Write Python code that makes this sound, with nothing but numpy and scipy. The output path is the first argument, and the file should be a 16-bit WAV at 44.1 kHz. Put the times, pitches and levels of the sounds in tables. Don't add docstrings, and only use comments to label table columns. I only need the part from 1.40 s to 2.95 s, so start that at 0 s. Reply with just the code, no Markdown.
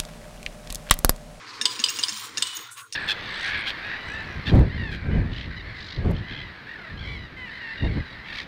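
import sys
import numpy as np
from scipy import signal
from scipy.fft import rfft, irfft
from scipy.io import wavfile

SR = 44100
rng = np.random.default_rng(int(sys.argv[2]) if len(sys.argv) > 2 else 0)


def bounce(signal):
    frames = np.transpose(np.atleast_2d(signal))
    limited = np.clip(frames, -1, 1)
    pcm = np.round(limited * 32767).astype(np.int16)
    wavfile.write(sys.argv[1], SR, pcm)


N = 68355
T = np.arange(N) / SR

# start_s, level_db, tilt_db_per_octave, spot ("middle" or "side")
COIN_HITS = [(.2546, -14, -1, "middle"), (.2610, -20.5, -4, "side"), (.2785, -38, 2, "side"),
             (.3105, -37.5, 5.5, "middle"), (.4393, -14.5, -0.5, "middle"), (.4605, -25, -4.5, "middle"),
             (0.5606, -35.5, 3, "middle"), (0.6290, -28, 2.5, "side"), (0.6354, -19, -1.5, "middle"),
             (0.7221, -34.5, -6, "middle"), (1.0225, -13.5, 0.5, "side"), (1.069, -32, 8, "side")]
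# pitch_hz, level_db, t60_s
CHUTE_MODES = [(1010, -22.5, .17), (2915, -10, .09), (3010, -9, .1), (3258, -7, .065), (3597, -2, .052),
               (4150, -17, .05), (4890, 6, .04), (6110, -19, .06), (6620, -18, .07), (7890, -9.5, .05),
               (8400, -11, .055)]
# frequency_hz, level_db
CHUTE_CRACK_EQ = [(60, -47), (250, -19), (700, -18), (1100, -6.5), (2400, -3.5), (3000, 9.5), (5000, 8.5),
                  (5600, -2), (8600, 5), (10500, -15.5), (16000, -21)]


def coin_hits(ring_db=-3, off_centre_db=-11.5, slap_lag_s=.0018, slap_t60_s=.016):
    out = np.zeros(N)
    crack_eq = with_peaks(CHUTE_CRACK_EQ, CHUTE_MODES)
    slap = 1 + (T > slap_lag_s) * decay(abs(T - slap_lag_s), slap_t60_s)
    main_hz = max(CHUTE_MODES, key=lambda mode: mode[1])[0]
    for start_s, level_db, tilt, spot in COIN_HITS:
        modes = [(hz, db + ring_db + off_centre_db * (spot == "side" and hz == main_hz), t60_s)
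                 for hz, db, t60_s in CHUTE_MODES]
        hit = strike(modes, crack_eq, tilt, crack_db=-3, crack_t60_s=.051, spread_db=.2)
        add(out, start_s, from_db(level_db) * hit * slap[:len(hit)])
    return out


# start_s, snap_db, rebound_delay_s, rebound_db, tilt_db_per_octave
CLACKS = [(.2130, -13.5, 0.0075, -29, 2), (0.3924, -20, 0.0068, -24, -1), (0.486, -19, .0075, -29.5, 0),
          (0.5877, -15.5, 0.006, -29.5, 1.5), (0.6837, -17, 0.0079, -23.5, 0),
          (0.9728, -13.5, .0072, -22.5, 0), (1.1636, -41, 0.005, -31.5, 5), (1.5250, -22, 0.0086, -34, 4.5)]
# pitch_hz, level_db, t60_s
EJECTOR_MODES = [(1749, -17.5, 0.069), (2791, -12, 0.069), (3650, -10, .03), (4800, -10.5, 0.012),
                 (5330, -9.5, 0.04), (5800, -19, 0.05), (8900, -29.5, 0.12)]
# frequency_hz, level_db
EJECTOR_CRACK_EQ = [(60, -43), (250, -8), (700, -9), (1700, 3), (3500, 3), (5300, 11.5), (6900, 0.5),
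                    (7600, 0), (9200, -1.5), (10500, -20), (16000, -22)]
# pitch_hz, level_db, t60_s
PING_MODES = [(5350, -6.5, 0.11), (6490, 8, 0.047), (6880, 5.5, 0.036), (9360, -17, 0.09)]
# start_s, level_db
LATCH_TICKS = [(0.2362, -29.5), (0.4165, -35), (0.613, -28), (0.9975, -34), (1.5440, -30.5)]


def ejector(detune=.008, ping_db=-5.5):
    out = np.zeros(N)
    steel = EJECTOR_MODES, EJECTOR_CRACK_EQ
    for start_s, snap_db, delay_s, rebound_db, tilt in CLACKS:
        snap = strike(*steel, tilt, crack_db=-8.5, crack_t60_s=.038, detune=detune)
        rebound = strike(*steel, tilt, crack_db=-2, crack_t60_s=.047, detune=detune)
        ping = from_db(ping_db) * ring(PING_MODES, len(rebound), detune=detune)
        add(out, start_s, from_db(snap_db) * snap)
        add(out, start_s + delay_s, from_db(rebound_db) * (rebound + ping))
    for start_s, level_db in LATCH_TICKS:
        latch = strike(PING_MODES[:1], EJECTOR_CRACK_EQ, tilt=0, crack_db=-6, crack_t60_s=.027)
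        add(out, start_s, from_db(level_db) * latch)
    return out


# start_s, level_db
EDGE_TICKS = [(.4465, -21), (0.4924, -21), (.504, -23.5), (.572, -26), (0.731, -29), (.7735, -24.5),
              (0.802, -44), (.844, -30)]


def edge_ticks(t60_s=.0079):
    out, t = np.zeros(N), T[:1024]
    bright_eq = [(2000, -17), (7500, 8.5), (11000, -14)]   # frequency_hz, level_db
    for start_s, level_db in EDGE_TICKS:
        burst = equalise(rng.standard_normal(len(t)), bright_eq)
        add(out, start_s, from_db(level_db) * burst * decay(t, t60_s))
    return out


# start_s, coin_size, level_db
CLINKS = [(.262, "large", -57), (0.497, "large", -41), (0.566, "large", -45), (0.729, "large", -45),
          (0.769, "large", -41.5), (.799, "large", -50), (1.04, "large", -57), (1.150, "large", -39),
          (1.375, "large", -48.5), (0.687, "small", -37.5), (0.638, "medium", -38), (.773, "medium", -43.5),
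          (1.132, "medium", -46.5)]
COIN_MODES = {"large": [(6640, -1, .35), (15289, -2.5, .3)], "small": [(7585, 0, .6)],
              "medium": [(9300, -3, .3), (9420, -5, .3), (14067, -13, .06)]}


def clinks(rocking_hz=45, shimmer_depth=.45, attack_s=.0011):
    out = np.zeros(N)
    attack = np.minimum(T / attack_s, 1)
    for start_s, size, level_db in CLINKS:
        shimmer = 1 + shimmer_depth * wander(rocking_hz)
        add(out, start_s, from_db(level_db) * ring(COIN_MODES[size], N) * shimmer * attack)
    return out


# time_s, level_db
SLIDE_FADER = [(.21, -75), (.26, -58), (.32, -36), (.38, -41), (.54, -39), (.66, -37), (.84, -40.5),
               (.94, -51.5), (1.02, -42.5), (1.08, -38.5), (1.16, -45), (1.26, -52.5), (1.34, -77),
               (1.55, -56.5)]
# frequency_hz, level_db
SLIDE_EQ = [(700, -39), (1100, -18), (2500, 2), (3500, 6), (4800, 7), (5500, 2), (7200, -2.5), (9300, -2),
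            (10500, -17.5), (16000, -13)]


def slide(chute_db=-28, coins_db=-22.5):
    t = T[:N // 8]
    touches = contacts(per_s=900, spread_db=2.5)
    rattle = signal.fftconvolve(touches, rng.standard_normal(len(t)) * decay(t, .023))[:N]
    chute = signal.fftconvolve(touches, ring(CHUTE_MODES, len(t)))[:N]
    coins = signal.fftconvolve(touches, ring(COIN_MODES["large"], len(t)) * decay(t, .012))[:N]
    ringing = from_db(chute_db) * unit_rms(chute) + from_db(coins_db) * unit_rms(coins)
    return fader(SLIDE_FADER) * (equalise(rattle, SLIDE_EQ) + ringing)


# peak_s, rise_s,
# fall_s, level_db, centre_hz, width_octaves
SKIDS = [(0.097, 0.021, 0.014, -42, 4400, 0.17), (0.149, 0.011, 0.029, -45.5, 4330, 0.26),
         (0.837, 0.011, 0.017, -42, 1110, 0.22), (.843, 0.0079, 0.023, -43, 8100, 0.54),
         (1.07, 0.033, 0.11, -40.5, 2970, 0.014), (1.13, 0.067, 0.12, -45.5, 3640, 0.082),
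         (1.3, .03, 0.025, -47, 1390, 0.058), (1.321, 0.0071, 0.022, -43, 8400, 0.31),
         (1.384, 0.013, 0.022, -41.5, 2530, 0.8), (1.385, 0.016, 0.045, -49, 8700, 0.26),
         (1.381, 0.012, 0.038, -44, 1097, 0.073), (1.43, 0.06, 0.024, -47.5, 1415, 0.12)]


def skids():
    out, grid_hz = np.zeros(N), np.geomspace(100, 18000, 2000)
    for peak_s, rise_s, fall_s, level_db, centre_hz, width_octaves in SKIDS:
        bell_db = -20 * np.log10(1 + (np.log2(grid_hz / centre_hz) / width_octaves) ** 2)
        swell = np.exp(-.5 * ((T - peak_s) / np.where(T < peak_s, rise_s, fall_s)) ** 2)
        rubbing = contacts(per_s=3300, spread_db=.5)
        out += from_db(level_db) * swell * equalise(rubbing, np.column_stack([grid_hz, bell_db]))
    return out


# start_s, level_db, pitch_hz, t60_s
PANEL_THUDS = [(0.214, -35, 234, 0.094), (0.393, -30, 239, 0.083), (0.586, -41, 301, 0.13),
               (0.682, -43, 302, 0.18), (0.715, -43.5, 213.3, 0.29), (.974, -47.5, 224, 0.32)]


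def panel_thuds(attack_s=.0084):
    out, t = np.zeros(N), T[:N // 3]
    attack = np.minimum(t / attack_s, 1)
    for start_s, level_db, pitch_hz, t60_s in PANEL_THUDS:
        tone = np.sin(2 * np.pi * pitch_hz * t)
        add(out, start_s, from_db(level_db) * tone * decay(t, t60_s) * attack)
    return out


# time_s, level_db
WHIRR_FADER = [(0, -45), (.11, -42), (.2, -44), (.45, -42), (.8, -44.5), (.95, -45.5), (1.15, -42.5),
               (1.29, -46.5), (1.33, -53), (1.36, -68), (1.44, -63.5), (1.5, -64.5), (1.55, -64.5)]
# frequency_hz, level_db
WHIRR_EQ = [(400, -55), (700, -10.5), (900, -1), (1050, 7), (1400, 3), (2100, 2), (3000, -4.5),
            (5500, -7.5), (9000, -21.5), (15000, -46)]
# time_s, level_db
RUMBLE_FADER = [(0, -54), (.13, -55), (.23, -49.5), (.33, -53.5), (.41, -51), (.62, -52), (.77, -72.5),
                (.84, -58), (1, -49.5), (1.14, -68), (1.2, -50.5), (1.28, -72), (1.55, -67.5)]
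# frequency_hz, level_db
RUMBLE_EQ = [(25, -8), (70, -32), (170, -14.5), (225, -3.5), (310, 4), (380, -2), (460, 5), (620, -15.5),
             (1500, -51)]
# pitch_hz, level_db
HUM_TONES = [(103, -63.5), (120, -61)]
# time_s, gain_db
HUM_FADER = [(0, 1), (.7, 0.5), (1.1, -1), (1.55, -12)]


def motor(flutter_db=1.55, waver_db=4.8):
    flutter = from_db(flutter_db * wander(45))
    whirr = fader(WHIRR_FADER) * flutter * equalise(rng.standard_normal(N), WHIRR_EQ)
    rumble = fader(RUMBLE_FADER) * equalise(rng.standard_normal(N), RUMBLE_EQ)
    hum = np.zeros(N)
    for pitch_hz, level_db in HUM_TONES:
        gain = from_db(level_db + waver_db * wander(13.6))
        hum += gain * np.sin(2 * np.pi * (pitch_hz * T + rng.random()))
    return whirr + rumble + fader(HUM_FADER) * hum


def cabinet_echo(x, t60_s=.53, wet_db=-11.5, predelay_s=.00046):
    t = T[:N // 3]
    tail = rng.standard_normal(len(t)) * decay(t, t60_s) * (t > predelay_s)
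    tail /= np.linalg.norm(tail)
    return x + from_db(wet_db) * signal.fftconvolve(x, tail)[:N]


def strike(modes, crack_eq, tilt, crack_db, crack_t60_s, attack_s=.00035, **scatter):
    t = T[:8192]
    crack = equalise(rng.standard_normal(len(t)), crack_eq, tilt) * decay(t, crack_t60_s)
    ringing = ring(modes, len(t), tilt, **scatter)
    return (ringing + from_db(crack_db) * crack) * np.minimum(t / attack_s, 1)


def ring(modes, length, tilt=0, spread_db=4.5, detune=0):
    out, t = np.zeros(length), T[:length]
    pivot_hz = np.median([mode[0] for mode in modes])
    for hz, db, t60_s in modes:
        gain = from_db(db + tilt * np.log2(hz / pivot_hz) + spread_db * rng.normal())
        pitch_hz = hz * (1 + detune * rng.normal())
        out += gain * decay(t, t60_s) * np.sin(2 * np.pi * (pitch_hz * t + rng.random()))
    return out


def contacts(per_s, spread_db):
    impulses = (rng.random(N) < per_s / SR) * rng.choice([-1, 1], N)
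    return impulses * from_db(spread_db * np.minimum(rng.exponential(1, N), 4))


def with_peaks(eq, modes, half_width_hz=70, boost_db=4):
    grid_hz = np.geomspace(30, 18000, 2000)
    hz, db = np.transpose(eq)
    base_db = np.interp(np.log(grid_hz), np.log(hz), db)
    peaks = np.max([1 / (1 + ((grid_hz - mode[0]) / half_width_hz) ** 2) for mode in modes], axis=0)
    return np.column_stack([grid_hz, base_db + boost_db * peaks])


def equalise(x, eq, tilt=0):
    hz, db = np.transpose(eq)
    octave = np.log2(np.arange(len(x) // 2 + 1) * SR / len(x) + 1)
    gain = from_db(np.interp(octave, np.log2(hz), db + tilt * np.log2(hz)))
    return unit_rms(irfft(rfft(x) * gain, len(x)))


def wander(cutoff_hz):
    lowpass = signal.butter(2, cutoff_hz, fs=SR, output="sos")
    return unit_rms(signal.sosfilt(lowpass, rng.standard_normal(N + SR // 4))[-N:])


def fader(points):
    return from_db(np.interp(T, *np.transpose(points)))


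def decay(t, t60_s):
    return np.exp(-np.log(1000) * t / t60_s)


def from_db(db):
    return 10 ** (np.asarray(db) / 20)


def unit_rms(x):
    return x / np.sqrt(np.mean(x ** 2) + 1e-20)


def add(out, start_s, sound):
    i = int(start_s * SR)
    out[i:i + len(sound)] += sound[:N - i]


def scene():
    low_cut = signal.butter(2, 140, "high", fs=SR, output="sos")
    blows = signal.sosfilt(low_cut, ejector() + coin_hits())
    mix = cabinet_echo(blows) + panel_thuds() + edge_ticks() + clinks() + slide() + skids() + motor()
    return mix[None]


def record(dry):
    return signal.sosfilt(signal.ellip(10, .1, 80, 15600, fs=SR, output="sos"), dry)


dry = scene()
out = record(dry)
bounce(out)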